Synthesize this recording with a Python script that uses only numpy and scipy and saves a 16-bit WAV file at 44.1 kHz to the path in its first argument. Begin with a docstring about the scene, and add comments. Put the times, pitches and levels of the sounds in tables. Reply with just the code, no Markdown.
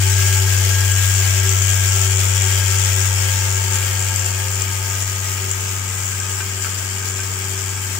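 """A vibratory bowl feeder shakes hundreds of small caps up its spiral track in a factory hall.
From the start the drive magnet hums over the hall's rumble; once a cycle the bowl tosses the caps, whose
impacts merge into a buzzing rattle and excite the steel's resonances. A panel sings in spurts, and now and
then a tumbling cap clicks. After three seconds the microphone, at first near the rim, draws back faster.
From six seconds on, a few caps drop onto the ringing bowl floor or clatter on the heap."""
import sys
import numpy as np
from scipy import signal
from scipy.fft import rfft, irfft, next_fast_len
from scipy.io import wavfile

SR = 44100
rng = np.random.default_rng(int(sys.argv[2]) if len(sys.argv) > 2 else 0)


def output_pcm(signal):
    """Save a mono or channel-first signal as 16-bit PCM at the path in sys.argv[1].

    Samples are clipped to [-1, 1] before scaling.
    """
    pcm = np.clip(np.atleast_2d(signal).T, -1, 1) * 32767
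    wavfile.write(sys.argv[1], SR, np.round(pcm).astype(np.int16))


N = 352359
TIME = np.arange(N) / SR
DRIVE_HZ = 95.99


def amp(db):
    """The decibel law: amplitude grows tenfold every 20 dB."""
    return 10 ** (np.asarray(db) / 20)


def unit(x):
    """Normalisation to rms 1."""
    return x / np.sqrt(np.mean(x ** 2) + 1e-20)


def follow(points):
    """Linear interpolation of (time [s], value) points at every sample."""
    return np.interp(TIME, *np.transpose(points))


def wander(rate_hz, size=800):
    """Random modulation: noise of rms about 1, low-passed near rate_hz."""
    f = np.fft.rfftfreq(size, N / SR / size)
    slow = irfft(rfft(rng.standard_normal(size)) * np.exp(-(f / rate_hz) ** 2))
    return np.interp(TIME, np.linspace(0, N / SR, size), unit(slow))


def colour(x, points):
    """Minimum-phase filtering by a (frequency [Hz], gain [dB]) curve."""
    hz, db = np.transpose(points)
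    f = abs(np.fft.fftfreq(4096, 1 / SR))
    log_gain = np.log(amp(np.interp(np.log(f + 1), np.log(hz), db)))
    response = np.exp(np.conj(signal.hilbert(log_gain)))
    taps = np.fft.ifft(response).real[:len(f) // 2]
    return signal.oaconvolve(np.atleast_2d(x), taps[None], axes=1)[:, :N]


def add(mix, s, sound):
    """Superposition: a sound joins the mix at s seconds."""
    part = mix[:, round(s * SR):][:, :sound.shape[1]]
    part += sound[:, :part.shape[1]]


def heard(db, exponent, pass_s=0, pass_half_s=1, swell_db=0):
    """Spreading loss: gain goes as 1 / distance ** exponent, and swells as the microphone passes by."""
    # the microphone's path away from the rim: (time [s], distance [m])
    path = [(0, 0.27), (3.05, 0.38), (4.5, 0.7), (6.6, 1.18), (8, 1.1)]
    farther = follow(path) / path[0][1]
    swell = swell_db * np.exp(-((TIME - pass_s) / pass_half_s) ** 2)
    return amp(db + swell) / farther ** exponent


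def tone(hz, waver):
    """Multipath interference: reflections make a tone waver differently at each microphone port."""
    paths = np.array([1 + waver * (wander(10) + 1j * wander(5)) for _ in range(2)])
    turns = hz * TIME + rng.random()
    return unit((paths * np.exp(2j * np.pi * turns)).real)


def drive():
    """Forced vibration: the magnet hums, and the steel responds at harmonics of the drive."""
    # the fourth harmonic comes and goes: (time [s], level [dB])
    fourth_level = [(0, -45), (.2, -38), (1.2, -47), (1.5, -37), (1.75, -51), (1.97, -38.5), (2.7, -43),
                    (3.3, -45.5), (3.56, -39.5), (4.05, -48.5), (4.35, -43), (5, -50), (5.5, -41.5),
                    (6, -51.5), (6.6, -42.5), (6.8, -49.5), (7, -43.5), (7.7, -44), (8, -46)]
    # weak overtones: (multiple of the drive, level at the rim [dB], distance exponent)
    overtones = [(2, -49, 0.027), (9, -52, 0.25), (11, -52, 0.34), (16, -48, 0.27), (18, -55, 0.23),
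                 (19, -59, .35), (31, -49, 0.8), (33, -55, .1), (35, -50, 0.45), (74, -47, 0.0)]
    # panels that sing along: (multiple of the drive, base level [dB], distance exponent,
    # passing time [s], passing half-width [s], swell [dB])
    panel_tones = [(7, -56.5, 0.4, 0.37, 1.7, 8), (13, -59.5, 0.39, 6.4, 4.4, 19.5),
                   (14, -52, .0, 2.8, 1.9, 7.5), (34, -46, 0.93, 2.6, 0.34, 8.5)]
    hum = unit(np.cos(2 * np.pi * DRIVE_HZ * TIME)) * heard(-15.5, exponent=0.93)
    fourth = tone(4 * DRIVE_HZ, waver=0.16) * amp(follow(fourth_level))
    buzz = sum(heard(*level) * tone(k * DRIVE_HZ, waver=0.4) for k, *level in overtones)
    panels = sum(heard(*level) * tone(k * DRIVE_HZ, waver=0.19) for k, *level in panel_tones)
    return hum + fourth + buzz + panels


def hall():
    """Background noise: factory rumble, faint machine tones and a whine that stands out for a while."""
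    # the whine's envelope: (time [s], level [dB])
    whine_level = [(0, -57), (2.1, -51), (2.28, -47), (3.4, -47), (5.1, -49.5), (5.35, -58), (8, -66)]
    # tones of other machines: (frequency [Hz], level [dB])
    machine_tones = [(140, -57), (183, -70), (265, -60), (296, -59), (450, -62.5), (796, -61)]
    # the rumble's spectrum: (frequency [Hz], relative level [dB])
    rumble_spectrum = [(20, -11), (55, -6.5), (100, 0.5), (140, -2), (220, -5), (300, -7), (450, -5),
                       (600, -13.5), (780, -12.5), (1200, -5), (4000, -26), (16000, -36)]
    whine = tone(523.7, waver=0.52) * amp(follow(whine_level))
    machines = sum(amp(db) * unit(np.sin(2 * np.pi * (hz * TIME + rng.random())))
                   for hz, db in machine_tones)
    rumble = amp(-36.5) * unit(colour(rng.standard_normal((2, N)), rumble_spectrum))
    return whine + machines + rumble


def knocks(ring_s, count, size=520):
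    """Impulse responses of contacts: dense, damped modes act as decaying noise, of energy 1 per port."""
    bursts = rng.standard_normal((2, count, size)) * np.exp(-np.arange(size) / SR / ring_s)
    return bursts / np.linalg.norm(bursts, axis=2, keepdims=True)


def landings(phase, spread, creep, jitter_s, uneven_db, restless_db, ring_s, count):
    """Phase-locked impacts: each cap lands once a cycle at its own phase, strictly or loosely in time."""
    cycles = np.arange(int(N / SR * DRIVE_HZ) + 1)
    starts = (cycles / DRIVE_HZ * SR).astype(int)
    rattle = np.zeros((2, N))
    places = rng.permutation(np.linspace(-1, 1, count))
    for place, looseness in zip(places, np.geomspace(.02, 1, count)):
        slip, force = rng.standard_normal((2, len(cycles)))
        stroke = phase + spread * place + creep * wander(1.2)[starts]  # in cycles
        landing_s = (cycles + stroke) / DRIVE_HZ + jitter_s * looseness * slip
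        hop_db = uneven_db * np.sqrt(looseness) * np.minimum(force, 1.5)
        strengths = unit(amp(hop_db + restless_db * np.minimum(wander(33)[starts], 1.5)))
        # a cap's ring changes as it turns and travels, the faster the looser it sits
        poses = 10 + int(40 * looseness)
        pose = np.linspace(0, poses - 1, len(cycles))[:, None]
        blend = np.sqrt(np.maximum(1 - abs(pose - np.arange(poses)), 0))
        hits = (strengths[:, None] * blend) @ knocks(ring_s, count=poses)
        at = np.maximum(landing_s * SR, 0).astype(int)[:, None] + np.arange(hits.shape[2])
        rattle += [np.bincount(at.ravel(), port.ravel(), N)[:N] for port in hits]
    return rattle


def echoes(x, wet_db, t60):
    """Diffuse reflection from bowl wall and hall, along paths that shift as caps and microphone move."""
    t = np.arange(SR // 3) / SR
    shares = np.array([wander(4.43) for _ in range(3)])
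    shares /= np.linalg.norm(shares, axis=0)
    wet = 0
    for share in shares:
        tail = rng.standard_normal((2, len(t))) * 1000 ** (-t / t60) * (t > .002)
        tail /= np.linalg.norm(tail, axis=1, keepdims=True)
        wet += signal.oaconvolve(x * share, tail, axes=1)[:, :N]
    return x + amp(wet_db) * wet


def caps():
    """Impact noise: the heap patters and sizzles; the jostling row on the steel track knocks and ticks."""
    # spectra of the impacts: (frequency [Hz], relative level [dB])
    patter_spectrum = [(250, -33), (450, -13.5), (560, -13.5), (660, -9), (780, -7), (1050, -16),
                       (1300, -3.5), (1450, -6.5), (1900, -3), (2400, -0.5), (2900, -1), (3300, -3.5),
                       (3900, -14.5), (6000, -27), (16000, -54.5)]
    sizzle_spectrum = [(1000, -49), (3000, -16), (3950, -13), (4800, -5.5), (5400, -1.8), (8600, -5.5),
                       (11500, -12), (13300, -11.5), (14600, -10), (16000, -13.5)]
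    row_spectrum = [(500, -37.5), (2500, -12.5), (4000, -34), (5500, -0.5), (6400, 4), (7200, 8.5),
                    (7700, 5), (8300, 0.5), (10000, -24), (16000, -17)]
    rail_spectrum = [(500, -32), (2500, 3), (4000, -35), (5500, -5), (6500, -9), (7150, 5), (7600, 15),
                     (8300, 9), (10000, -18), (16000, -11)]
    # envelopes of the low patter and the ticking row: (time [s], level [dB])
    patter_level = [(0, -27.5), (2.8, -27.5), (3.5, -29), (4.2, -30.5), (4.9, -32.5), (8, -34.5)]
    row_level = [(0, -28), (.8, -27), (1.55, -25.5), (2.2, -26), (3.05, -25.5), (4, -28), (5, -30),
                 (8, -31)]
    # the row drifts rightwards: (time [s], left minus right [dB])
    row_lean = [(2.5, 0.5), (5, -4)]
    heap = landings(phase=.4, spread=.2, creep=.015, jitter_s=.003,
                    uneven_db=6.5, restless_db=5.5, ring_s=.0018, count=22)
    row = landings(phase=.33, spread=.11, creep=.006, jitter_s=.0007,
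                   uneven_db=8, restless_db=.7, ring_s=.0023, count=10)
    # a few caps, probably in the outlet rail, land earlier in the stroke
    rail = landings(phase=.06, spread=.02, creep=.00049, jitter_s=.00012,
                    uneven_db=-2, restless_db=3, ring_s=.00099, count=3)
    heap = unit(echoes(heap, wet_db=5, t60=0.067))
    row = unit(echoes(row, wet_db=-5, t60=0.2))
    patter = unit(colour(heap + amp(-4) * row, patter_spectrum)) * amp(follow(patter_level))
    sizzle = unit(colour(heap, sizzle_spectrum)) * heard(-24, exponent=0.57)
    jostle_db = wander(21)
    lean_db = np.outer([1, -1], follow(row_lean)) / 2
    row_ticks = unit(colour(row, row_spectrum)) * amp(follow(row_level) + jostle_db + lean_db)
    rail_gain = heard(-53, exponent=0.5, pass_s=8.5, pass_half_s=9, swell_db=21.5)
    rail_ticks = unit(colour(rail, rail_spectrum)) * rail_gain
    return patter + sizzle + row_ticks + rail_ticks


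def ring(hz, width_hz):
    """Resonance under random excitation: a band of noise around hz, rms 1."""
    size = next_fast_len(N)
    f = np.fft.rfftfreq(size, 1 / SR)
    excitation = rfft(rng.standard_normal((2, size)))
    response = 1 / (1 + 2j * (f - hz) / width_hz) ** 2
    return unit(irfft(excitation * response, size)[:, :N])


def bowl():
    """Broadband excitation: the patter of caps keeps a few resonances of bowl and stand ringing."""
    # resonances: (frequency [Hz], width [Hz], base level [dB], distance exponent,
    # passing time [s], passing half-width [s], swell [dB])
    resonances = [(379.4, 25, -42.5, 0.89, 3.2, 1.4, 3), (872, 30, -57.5, 0.28, .25, 0.77, 16.5),
                  (896.6, 53, -46.5, 0.073, 3.46, 1.5, 9), (2266, 190, -40, 0.31, 2.2, 1.9, 2.5),
                  (3215, 500, -42.5, 1, 2.1, 1.5, 6)]
    return sum(ring(hz, width) * heard(*level) for hz, width, *level in resonances)


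def singing_panel():
    """Forcing near resonance: the loudest panel flutters on the 17th harmonic, over its own broad ring."""
    # spurts, probably as caps press on the panel, and one later sag: (start [s], end [s], gain [dB])
    surges = [(.07, 1.87, 2), (.18, .38, 4.5), (.46, .56, 5), (.69, .85, 8.5), (.85, 1.02, 6.5),
              (1.02, 1.47, 4.5), (1.68, 1.86, 6), (2.5, 4.15, 3.5), (5.3, 5.98, -4)]
    ramp_s = 0.027
    surge_db = sum(db * np.clip(np.minimum(TIME - start, end - TIME) / ramp_s + .5, 0, 1)
                   for start, end, db in surges)
    song = tone(17 * DRIVE_HZ, waver=0.058) * heard(-40.5, exponent=0.68)
    flutter_db = 2.1 * wander(54)
    body = ring(1608, width_hz=100) * heard(-39, exponent=0.27)
    return song * amp(surge_db + flutter_db) + body * amp(0.23 * surge_db)


def blow(spectrum, ring_s):
    """A single impact: a damped burst shaped by the body's spectrum, peak 1."""
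    hit = colour(knocks(ring_s, count=1, size=1500)[:, 0], spectrum)
    return hit / abs(hit).max(axis=1, keepdims=True)


def tumbling_caps():
    """Shell resonance: cap strikes cap with a bright click, each at its own pitch."""
    # collisions: (time [s], relative level [dB], ring frequency [Hz])
    collisions = [(0.167, -13.5, 7200), (0.27, -11.5, 7200), (0.917, -6.5, 7440), (1.398, -9.5, 6950),
                  (1.6216, -8.5, 6960), (1.637, -10.5, 6950), (2.0138, -11, 7140), (2.4513, -12, 7030),
                  (2.8496, -8, 6910), (3.7427, -10, 7100), (3.756, -10, 7100), (4.0851, -9, 7000),
                  (4.16, -5.5, 7400), (4.1938, -9, 7180), (4.2602, -5.5, 7260), (4.6195, -7, 7470),
                  (5.0225, -8, 7490), (5.5128, -6, 7560), (6.201, -8, 7290), (6.623, -10.5, 7300),
                  (6.638, -13, 7400), (7.0859, -14.5, 7050), (7.5915, -15, 7150)]
    # spectrum of a cap that rings at shell_hz: (frequency [Hz], relative level [dB])
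    shell_spectrum = [(500, -37), (2500, -24), (4000, -22), (5500, 1.5), (6500, -0.5), (7400, 14.5),
                      (8400, -13), (10000, -10), (16000, -25)]
    shell_hz = 7310
    clicks = np.zeros((2, N))
    for s, db, hz in collisions:
        shifted = [(f * hz / shell_hz, gain) for f, gain in shell_spectrum]
        add(clicks, s, amp(db - 3.4) * blow(shifted, ring_s=0.0021))
    return echoes(clicks, wet_db=-6.5, t60=0.25)


def floor_ring():
    """Free vibration: the modes of the struck bowl floor decay exponentially."""
    # floor modes: (frequency [Hz], level [dB], time to fall by 60 dB [s])
    modes = [(1270, -21, 0.15), (1385, -22, 0.15), (1560, -3.5, 0.16), (1790, -16, .1), (2400, -9, 0.12),
             (2780, -10, .06)]
    t = np.arange(SR // 3) / SR
    return sum(amp(db) * 1000 ** (-t / t60) * np.sin(2 * np.pi * hz * t) for hz, db, t60 in modes)


def falling_caps():
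    """Impulsive excitation: a cap knocks on the bowl floor and rings it; on the heap it only clatters."""
    # falls onto the floor and onto the heap: (time [s], relative level [dB])
    floor_falls = [(6.008, -32), (6.118, -33), (6.2, -29.5), (6.405, -22), (6.648, -31.5), (7.028, -31),
                   (7.192, -24)]
    heap_falls = [(6.646, -13), (6.666, -17)]
    # a falling cap's own knock: (frequency [Hz], relative level [dB])
    knock_spectrum = [(400, -24), (1000, -17), (1300, 5), (1900, -4), (3000, -7), (4000, -20), (7000, -9),
                      (14000, -19)]
    falls = np.zeros((2, N))
    for s, db in floor_falls:
        add(falls, s, amp(db) * floor_ring()[None])
        add(falls, s, amp(db + 1) * blow(knock_spectrum, ring_s=0.004))
    for s, db in heap_falls:
        add(falls, s, amp(db) * blow(knock_spectrum, ring_s=0.0071))
    return echoes(falls, wet_db=-12, t60=0.2)


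def scene():
    """Superposition of the feeder's sources and its hall."""
    return drive() + hall() + caps() + bowl() + singing_panel() + tumbling_caps() + falling_caps()


def record(dry):
    """Port resonance colours each side of the microphone; soft saturation and a band limit follow."""
    # long waves reach both ports alike: (frequency [Hz], gain of their difference [dB])
    port_difference = [(100, -27), (400, -8.5), (800, -4.5), (1500, 0), (2600, 0)]
    # responses of the two ports: (frequency [Hz], gain [dB])
    left_port = [(60, 2), (1000, 1.5), (2500, 1), (5500, 2), (6300, 4.5), (7100, 7.5), (8200, 4), (9500, 2),
                 (12000, 2), (14000, 5), (15000, 9.5), (15700, 8)]
    right_port = [(60, -2.2), (1000, -1.5), (2500, -.5), (4000, -2), (5500, -2), (6550, -14), (7500, -4.5),
                  (9000, -1.5), (12000, -3), (15000, -4.5), (15500, -16)]
    knee, headroom, edge_hz = 0.6, 0.3, 15760
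    left, right = dry
    mid = (left + right) / 2
    side = colour((left - right) / 2, port_difference)
    ports = np.vstack([colour(mid + side, left_port), colour(mid - side, right_port)])
    excess = np.maximum(abs(ports) - knee, 0)
    rounded = np.sign(ports) * (np.minimum(abs(ports), knee) + headroom * np.tanh(excess / headroom))
    lowpass = signal.firwin(1501, edge_hz, window=("kaiser", 9), fs=SR)
    return signal.oaconvolve(rounded, lowpass[None], "same")


dry = scene()
out = record(dry)
output_pcm(out)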